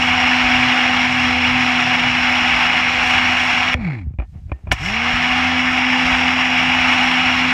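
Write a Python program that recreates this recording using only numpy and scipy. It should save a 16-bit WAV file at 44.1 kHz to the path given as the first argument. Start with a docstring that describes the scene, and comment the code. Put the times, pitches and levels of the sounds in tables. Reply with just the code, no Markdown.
"""A pressure washer sprays foam over a car in a yard, heard by a small camera in a closed housing on the lance.
The jet hisses and sputters; the three-piston pump hums through hose and grip, and the housing rumbles.
At 3.7 s the trigger is let go: the valve snaps shut and hisses briefly, and the pump runs down.
In the quiet, hands shift and the grip knocks a few times, ringing the lance.
At 4.7 s the trigger snaps open: water spits out, the pump runs up and the jet fills again."""
import sys
import numpy as np
from scipy import signal
from scipy.io import wavfile
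from scipy.ndimage import uniform_filter1d

SR = 44100
rng = np.random.default_rng(int(sys.argv[2]) if len(sys.argv) > 2 else 0)


def unload_audio(sound):
    """Save the sound as a 16-bit wav file, at the path given as the first command line argument."""
    columns = np.transpose(np.atleast_2d(sound))
    # keep every value between -1 and 1, then stretch to whole-number steps
    steps = np.round(np.clip(columns, -1, 1) * 32767)
    wavfile.write(sys.argv[1], SR, steps.astype(np.int16))


N = 332073
RELEASE_S, PULL_S = 3.736, 4.711  # trigger


def amp(db):
    """Gain of a level in dB."""
    return 10 ** (np.asarray(db) / 20)


def unit_rms(x):
    """Scales to rms 1."""
    return x / np.sqrt(np.mean(x ** 2) + 1e-20)


def spectrum_db(table, hz):
    """Interpolates a spectrum table on a log-frequency axis."""
    table_hz, db = np.transpose(table)
    return np.interp(np.log(hz + 1), np.log(table_hz + 1), db)


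def curves(spans, t):
    """Columns of consecutive time tables, interpolated at t."""
    time_s, *columns = np.concatenate(spans).T
    return [np.interp(t, time_s, column) for column in columns]


def wander(span_s):
    """Random drift of rms 1, smoothed over span_s."""
    size = max(round(span_s * SR), 1)
    return unit_rms(uniform_filter1d(uniform_filter1d(rng.standard_normal(N), size), size))


def colour(x, db_at):
    """Minimum-phase filter with gain db_at(hz)."""
    log_gain = np.log(amp(db_at(abs(np.fft.fftfreq(8192, 1 / SR)))))
    taps = np.fft.ifft(np.exp(log_gain - 1j * signal.hilbert(log_gain).imag)).real[:4096]
    return signal.oaconvolve(x, taps * np.hanning(8192)[4096:])[:N]


def noise(spectrum):
    """Coloured noise of rms 1."""
    return unit_rms(colour(rng.standard_normal(N), lambda hz: spectrum_db(spectrum, hz)))


def bursts(events, t):
    """One decaying puff of noise per row: start_s, level_db, decay_s."""
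    envelope = np.zeros(N)
    for start_s, level_db, decay_s in events:
        age_s = np.maximum(t - start_s, 0)
        envelope += amp(level_db) * (1 - np.exp(-age_s / .00093)) * np.exp(-age_s / decay_s)
    return envelope * rng.standard_normal(N)


def running(t, stop_s, restart_s):
    """Gate: 0 from stop to restart, 1 outside, 24 ms ramps."""
    return np.clip(np.maximum(stop_s - t, t - restart_s) / .024, 0, 1)


# Jet spectrum at the microphone: freq_hz, gain_db
HOUSING_SLOPE = [(60, -23.5), (150, -15.5), (310, -13), (440, -26), (620, -16), (800, -8.5), (1300, -6),
                 (2900, -1), (3800, -20.5), (6100, -31), (9200, -42.5), (10000, -51.5), (13400, -49.5),
                 (14300, -55.5)]
# Housing resonances and dips: centre_hz, width_hz, gain_db
CAVITIES = [(756, 163, 8.5), (1797, 49, 5), (1822, 36, -8.5), (2200, 192, 4.5), (2640, 72, -1.5),
            (2950, 88, 0.5), (3101, 152, -10), (3284, 90, 5.5), (4020, 260, 4), (5555, 1150, 15),
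            (6016, 480, -7.5), (6820, 170, 6), (8100, 500, -0.5), (11600, 500, -1.5)]


def housing_db(hz):
    """Response of the closed housing: a broad slope with peaks and dips."""
    peaks_db = sum(db / (1 + (2 * (hz - centre_hz) / width_hz) ** 2) for centre_hz, width_hz, db in CAVITIES)
    return spectrum_db(HOUSING_SLOPE, hz) + peaks_db


# Outdoor air: freq_hz, relative_db
YARD_SPECTRUM = [(100, -12), (300, -26), (1000, -35), (3000, -35), (7000, -39), (12000, -50)]
# Background hiss, dips after the jet stops, creeps up as the camera's gain recovers: time_s, level_db
BACKGROUND_LEVEL = [(4.0, -62), (4.1, -71), (4.18, -70), (4.3, -60), (4.7, -62)]


def yard(t):
    """Faint outdoor hiss, masked except in the pause."""
    return amp(curves([BACKGROUND_LEVEL], t)[0]) * noise(YARD_SPECTRUM)


# Housing shake: time_s, level_db
RUMBLE_LEVEL = [(0, -43), (1.3, -50), (2.3, -42), (3.6, -41), (3.8, -38), (4.3, -44.5), (4.7, -33),
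                (5.8, -50), (7.53, -46)]
# Shake spectrum: freq_hz, relative_db
RUMBLE_SPECTRUM = [(15, -35.5), (40, 14), (62, 10), (100, 9.5), (200, -4.5), (400, -47.5), (1500, -85)]


def rumble(t):
    """Hand and hose shake the housing in low lumps."""
    return amp(curves([RUMBLE_LEVEL], t)[0] + 5.2 * wander(.065)) * noise(RUMBLE_SPECTRUM)


def rough_hiss(spectrum):
    """Uneven hiss through the housing, rms 1."""
    rough = rng.standard_normal(N) * amp(3.2 * wander(.0023))
    return unit_rms(colour(rough, lambda hz: housing_db(hz) + spectrum_db(spectrum, hz)))


# Hand shifts: peak_s, level_db, rise_s, hold_s, fall_db_per_s
RUBS = [(4.05, -58, 0.096, .04, 200), (4.19, -44, .005, .048, 900), (4.35, -53, .05, .02, 202),
        (4.5, -52, .06, .02, 59), (4.69, -44, .06, .02, 300)]
# Rub spectrum before the housing: freq_hz, relative_db
RUB_SPECTRUM = [(150, 18.5), (450, 23), (900, 1), (1600, -4.5), (2400, -9.5), (12000, -30)]


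def hands(t):
    """Hands shift on the grip with a dull hiss."""
    envelope = np.zeros(N)
    for peak_s, level_db, rise_s, hold_s, fall_db_per_s in RUBS:
        rise = np.clip(1 + (t - peak_s) / rise_s, 0, 1) ** 2
        envelope += rise * amp(level_db - fall_db_per_s * np.maximum(t - peak_s - hold_s, 0))
    return envelope * rough_hiss(RUB_SPECTRUM)


# Valve hiss before the housing: freq_hz, relative_db
BLEED_SPECTRUM = [(150, 12), (450, 20), (800, 6), (1600, 1), (2350, 7), (2900, -12), (4300, 4.5),
                  (5500, -11), (7000, 0), (12000, -5)]


def valve_bleed(t, peak_s=3.866, peak_db=-31.5, end_s=4.05):
    """The valve's hiss swells and fades after the release."""
    level_db = peak_db - 10 * ((t - peak_s) / .12) ** 2
    gate = (t > RELEASE_S) * np.clip((end_s - t) / .017, 0, 1)
    return amp(level_db) * gate * rough_hiss(BLEED_SPECTRUM)


# Bumps on the housing: start_s, level_db, pitch_hz
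THUMPS = [(0.431, -21, 50), (1.52, -25, 50), (3.747, -9, 68), (3.788, -18, 90), (4.069, -15, 85),
          (4.108, -19, 90), (4.139, -18, 70), (4.187, -9, 55), (4.357, -18.5, 80), (4.518, -10.5, 65),
          (4.638, -19, 70), (4.669, -16, 80), (4.71, -9.5, 59), (4.807, -24, 75), (5.31, -22, 60),
          (6.05, -20, 60), (6.12, -19, 55.4), (6.8, -25, 55.8)]


def thumps(t):
    """The bumped housing swings and dies away; slower swings last longer."""
    out, age_s = np.zeros(N + SR), t[:SR // 2]
    attack = 1 - np.exp(-age_s / .0023)
    for start_s, level_db, pitch_hz in THUMPS:
        t60_s = .11 * (70 / pitch_hz) ** 2
        phase = 2 * np.pi * pitch_hz * (age_s + .004 * (1 - np.exp(-age_s / .004)))  # starts sharp
        out[round(start_s * SR):][:len(age_s)] -= amp(level_db - 60 * age_s / t60_s) * np.sin(phase) * attack
    return out[:N]


# Grip knocks: start_s, level_db, decay_s
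KNOCKS = [(3.743, -17, 0.0024), (3.793, -34, 0.0039), (4.137, -51, 0.0034), (4.187, -25, 0.003),
          (4.198, -23, 0.004), (4.218, -34, .01), (4.495, -38.5, .004), (4.517, -18, 0.0037),
          (4.67, -31, 0.0057), (4.691, -43, 0.0038), (4.72, -13, 0.008)]
# Click spectrum before the housing: freq_hz, relative_db
CLICK_SPECTRUM = [(100, 31), (400, 19.5), (900, 11), (1700, 5.5), (2450, -7), (3500, -6), (7000, -19)]
# Lance modes: pitch_hz, relative_db, t60_s
LANCE_MODES = [(1820, -27, 0.19), (2410, 4, 0.02), (588, 4, 0.026), (990, -3, 0.03), (292, 3.5, 0.027)]


def knocks(t):
    """Dull knocks on the grip pass through the housing and ring the lance."""
    clicks = colour(bursts(KNOCKS, t), lambda hz: housing_db(hz) + spectrum_db(CLICK_SPECTRUM, hz) + 4.5)
    strikes, age_s = np.zeros(N), t[:SR // 2]
    for start_s, level_db, _ in KNOCKS:
        strikes[round(start_s * SR)] = amp(level_db)
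    ring = sum(amp(db - 60 * age_s / t60_s) * np.sin(2 * np.pi * hz * age_s) for hz, db, t60_s in LANCE_MODES)
    ring *= 1 - np.exp(-age_s / .0028)
    return clicks + signal.oaconvolve(strikes, ring)[:N]


# Trigger valve shutting, opening: start_s, level_db, decay_s
SNAPS = [(3.7408, 13.5, .0012), (4.715, 9, .005)]


def valve_snaps(t):
    """The trigger valve snaps, heard through the housing."""
    return colour(bursts(SNAPS, t), housing_db)


# First slug of water: start_s, level_db, decay_s
SPIT = (4.7205, -18, 0.0053)


def spit(t):
    """A bright crack as water first bursts from the nozzle."""
    spectrum = [(1500, -30), (5500, 6), (9000, -1), (14000, -10)]
    return colour(bursts([SPIT], t), lambda hz: spectrum_db(spectrum, hz))


# Loaded pump, before and after the pause: time_s, stroke_hz, stroke_db, octave_db
PUMP_LOADED = [
    [(0, 250.4, -26, -38), (.65, 250, -21.5, -49.5), (.81, 250.1, -25.5, -40), (1.06, 249, -22.5, -50),
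     (1.4, 249, -23, -43), (1.55, 249.1, -22.5, -52), (1.95, 248.3, -26, -42.5), (2.3, 248, -26, -54),
     (2.74, 248.1, -31, -48), (2.93, 249, -32, -36.5), (3.2, 250, -28, -50), (3.72, 249.1, -31.5, -45)],
    [(5.1, 249, -27, -43), (5.2, 249.2, -27, -55), (5.55, 252.7, -22.5, -47), (5.76, 252.5, -26.5, -54),
     (5.95, 253.2, -22, -36), (6.1, 252.9, -24, -47.5), (7.2, 252.5, -25, -51), (7.45, 252.7, -24, -41.5)],
]
# Stroke tone through hose and grip, running down: pitch_hz, level_db
RUN_DOWN_STROKE = [(58, -32), (70, -20), (90, -32), (135, -23.5), (178, -18.5), (215, -25), (250, -27)]
# Its overtones, running down: pitch_hz, level_db
RUN_DOWN_OVERTONES = [(130, -39), (200, -49), (270, -38), (350, -41), (420, -56), (750, -62)]
# Harmonics, running up: stroke_db, octave_db, twelfth_db
RUN_UP_DB = [-29, -43, -50]
# Hose flutter at half the stroke rate: start_s, end_s, level_db
FLUTTER = [(.5, 0.745, -32.5), (1.02, 1.301, -35), (1.453, 1.7, -32), (1.781, 1.95, -34), (2.0, 2.15, -32)]
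# Shaft tones under load: shaft_order, level_db
SHAFT_TONES = [(1, -39), (2, -39.5), (9, -34)]
PISTONS, MAINS_HZ, MAINS_DB = 3, 100, -46
MOTOR_OFF_S, RUN_DOWN_TAU_S = 3.783, .235
MOTOR_ON_S, RUN_UP_TAU_S = 4.745, .09


def pump(t):
    """Piston strokes hum, gliding with motor speed; load adds wavering shaft tones and mains hum."""
    loaded_hz, stroke_db, octave_db = curves(PUMP_LOADED, t)
    restarted = t > MOTOR_ON_S
    run_down = np.exp(np.minimum(MOTOR_OFF_S - t, 0) / RUN_DOWN_TAU_S)
    run_up = 1 - np.exp((MOTOR_ON_S - t) / RUN_UP_TAU_S)
    speed = np.where(restarted, run_up, run_down)
    stroke_hz = loaded_hz * speed
    glide_db = []
    for harmonic, up_db in enumerate(RUN_UP_DB, 1):
        down_db = spectrum_db(RUN_DOWN_OVERTONES if harmonic > 1 else RUN_DOWN_STROKE, harmonic * stroke_hz)
        glide_db.append(np.where(restarted, up_db, down_db))
    steady = np.clip((speed - .95) / .037, 0, 1)
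    stroke_db = steady * stroke_db + (1 - steady) * glide_db[0]
    octave_db = steady * octave_db + (1 - steady) * glide_db[1]
    load = np.clip((stroke_hz - 222) / 24, 0, 1) * running(t, RELEASE_S, PULL_S)
    phase = 2 * np.pi * np.cumsum(stroke_hz * (1 + .003 * wander(.033))) / SR
    tone = amp(stroke_db + .77 * wander(.051)) * np.sin(phase)
    tone += amp(octave_db + 3.1 * wander(.049)) * np.sin(2 * phase + .6 * wander(.012))
    tone += amp(glide_db[2]) * (1 - load) * np.sin(3 * phase)
    for start_s, end_s, level_db in FLUTTER:
        fade = np.clip(np.minimum(t - start_s, end_s - t) / .065, 0, 1)
        tone += amp(level_db) * fade * np.sin(phase / 2)
    for order, level_db in SHAFT_TONES:
        waver_db, drift_rad = 3.06 * wander(.17), .8 * wander(.023)
        tone += load * amp(level_db + waver_db) * np.sin(order * phase / PISTONS + drift_rad)
    tone += load * amp(MAINS_DB + 2.7 * wander(.093)) * np.sin(2 * np.pi * MAINS_HZ * t)
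    return np.sqrt(2) * tone * running(t, stop_s=4.12, restart_s=4.785)


def flow(t, dribble_db=-18, fall_db_per_s=390, gush_db=-1, build_from_s=4.759, build_tau_s=.18):
    """Jet gain: full, a dying dribble, a gush of stored pressure, then a rise as the pump builds up."""
    dribble = amp(dribble_db - fall_db_per_s * np.maximum(t - RELEASE_S, 0))
    age_s = np.maximum(t - PULL_S, 0)
    gush = amp(gush_db) * (1 - np.exp(-age_s / .005)) * np.exp(-age_s / .027)
    build = 1 - np.exp(-np.maximum(t - build_from_s, 0) / build_tau_s)
    return np.where(t < RELEASE_S, 1, dribble + gush + build)


# Jet at full flow as the lance sweeps, before and after the pause: time_s, level_db
JET_LEVEL = [
    [(0, -16), (.4, -14), (.86, -14.5), (1.1, -17), (1.6, -15), (1.85, -16), (2.6, -14.5), (2.85, -16.5),
     (3.17, -14), (3.43, -16.5), (3.6, -15.5), (3.72, -17)],
    [(5.25, -16), (5.67, -17.5), (5.9, -16.5), (6.15, -15.5), (6.4, -16), (6.7, -16), (6.92, -13.5),
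     (7.2, -15.5), (7.53, -15.5)],
]
# Brief splashes: centre_s, treble_db, half_length_s
SPLASHES = [(.02, 2.5, .1), (1.15, 1.5, .1), (3.09, 5, .05), (3.45, 3.5, .08), (4.73, 11, .03),
            (4.84, 10, .07), (5.9, -1, .1), (6.1, 1.5, .05), (7.09, 1, .04)]
# Hollow in the hiss, moving as the lance swings: time_s, centre_hz, gain_db
HOLLOW = [(0, 4620, -2.5), (2.7, 4610, -4.5), (3.0, 4950, -5.5), (5.45, 4690, -3.5), (5.7, 4260, -9.5),
          (6.7, 4280, -8.5), (6.85, 4800, -6)]


def jet(t, treble_from_hz=4200, hollow_width_hz=260):
    """Foam tears out of the nozzle: patchy noise that sputters in short slugs, with bright splashes."""
    slugs_db = .83 * wander(.0013) + .66 * wander(.012) + .3 * wander(.081)
    hz, frame_s, bands = signal.stft(rng.standard_normal(N) * amp(slugs_db), SR, nperseg=512)
    patches = uniform_filter1d(rng.standard_normal(bands.shape), size=6, axis=0)
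    patches_db = .8 * unit_rms(uniform_filter1d(patches, size=10, axis=1))
    splash_db = sum(db * np.exp(-((frame_s - centre_s) / half_s) ** 2) for centre_s, db, half_s in SPLASHES)
    treble = np.clip(np.log2((hz + 1) / treble_from_hz) / .82, 0, 1)
    dip_hz, dip_db = curves([HOLLOW], frame_s)
    hollow_db = dip_db / (1 + (2 * (hz[:, None] - dip_hz) / hollow_width_hz) ** 2)
    bands *= amp(patches_db + treble[:, None] * splash_db + hollow_db)
    spray = signal.istft(bands, SR, nperseg=512)[1][:N]
    return unit_rms(colour(spray, housing_db)) * amp(curves(JET_LEVEL, t)[0]) * flow(t)


def scene():
    """All sources at one microphone."""
    t = np.arange(N) / SR
    water = jet(t) + spit(t) + valve_snaps(t) + valve_bleed(t)
    return (water + hands(t) + pump(t) + rumble(t) + thumps(t) + knocks(t) + yard(t))[None]


def record(dry, cutoff_hz=15200):
    """Soft ceiling, then low-pass."""
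    lowpass = signal.firwin(511, cutoff_hz, window=("kaiser", 9), fs=SR)
    return signal.oaconvolve(1.5 * np.tanh(dry / 1.53), lowpass[None], "same")


dry = scene()
out = record(dry)
unload_audio(out)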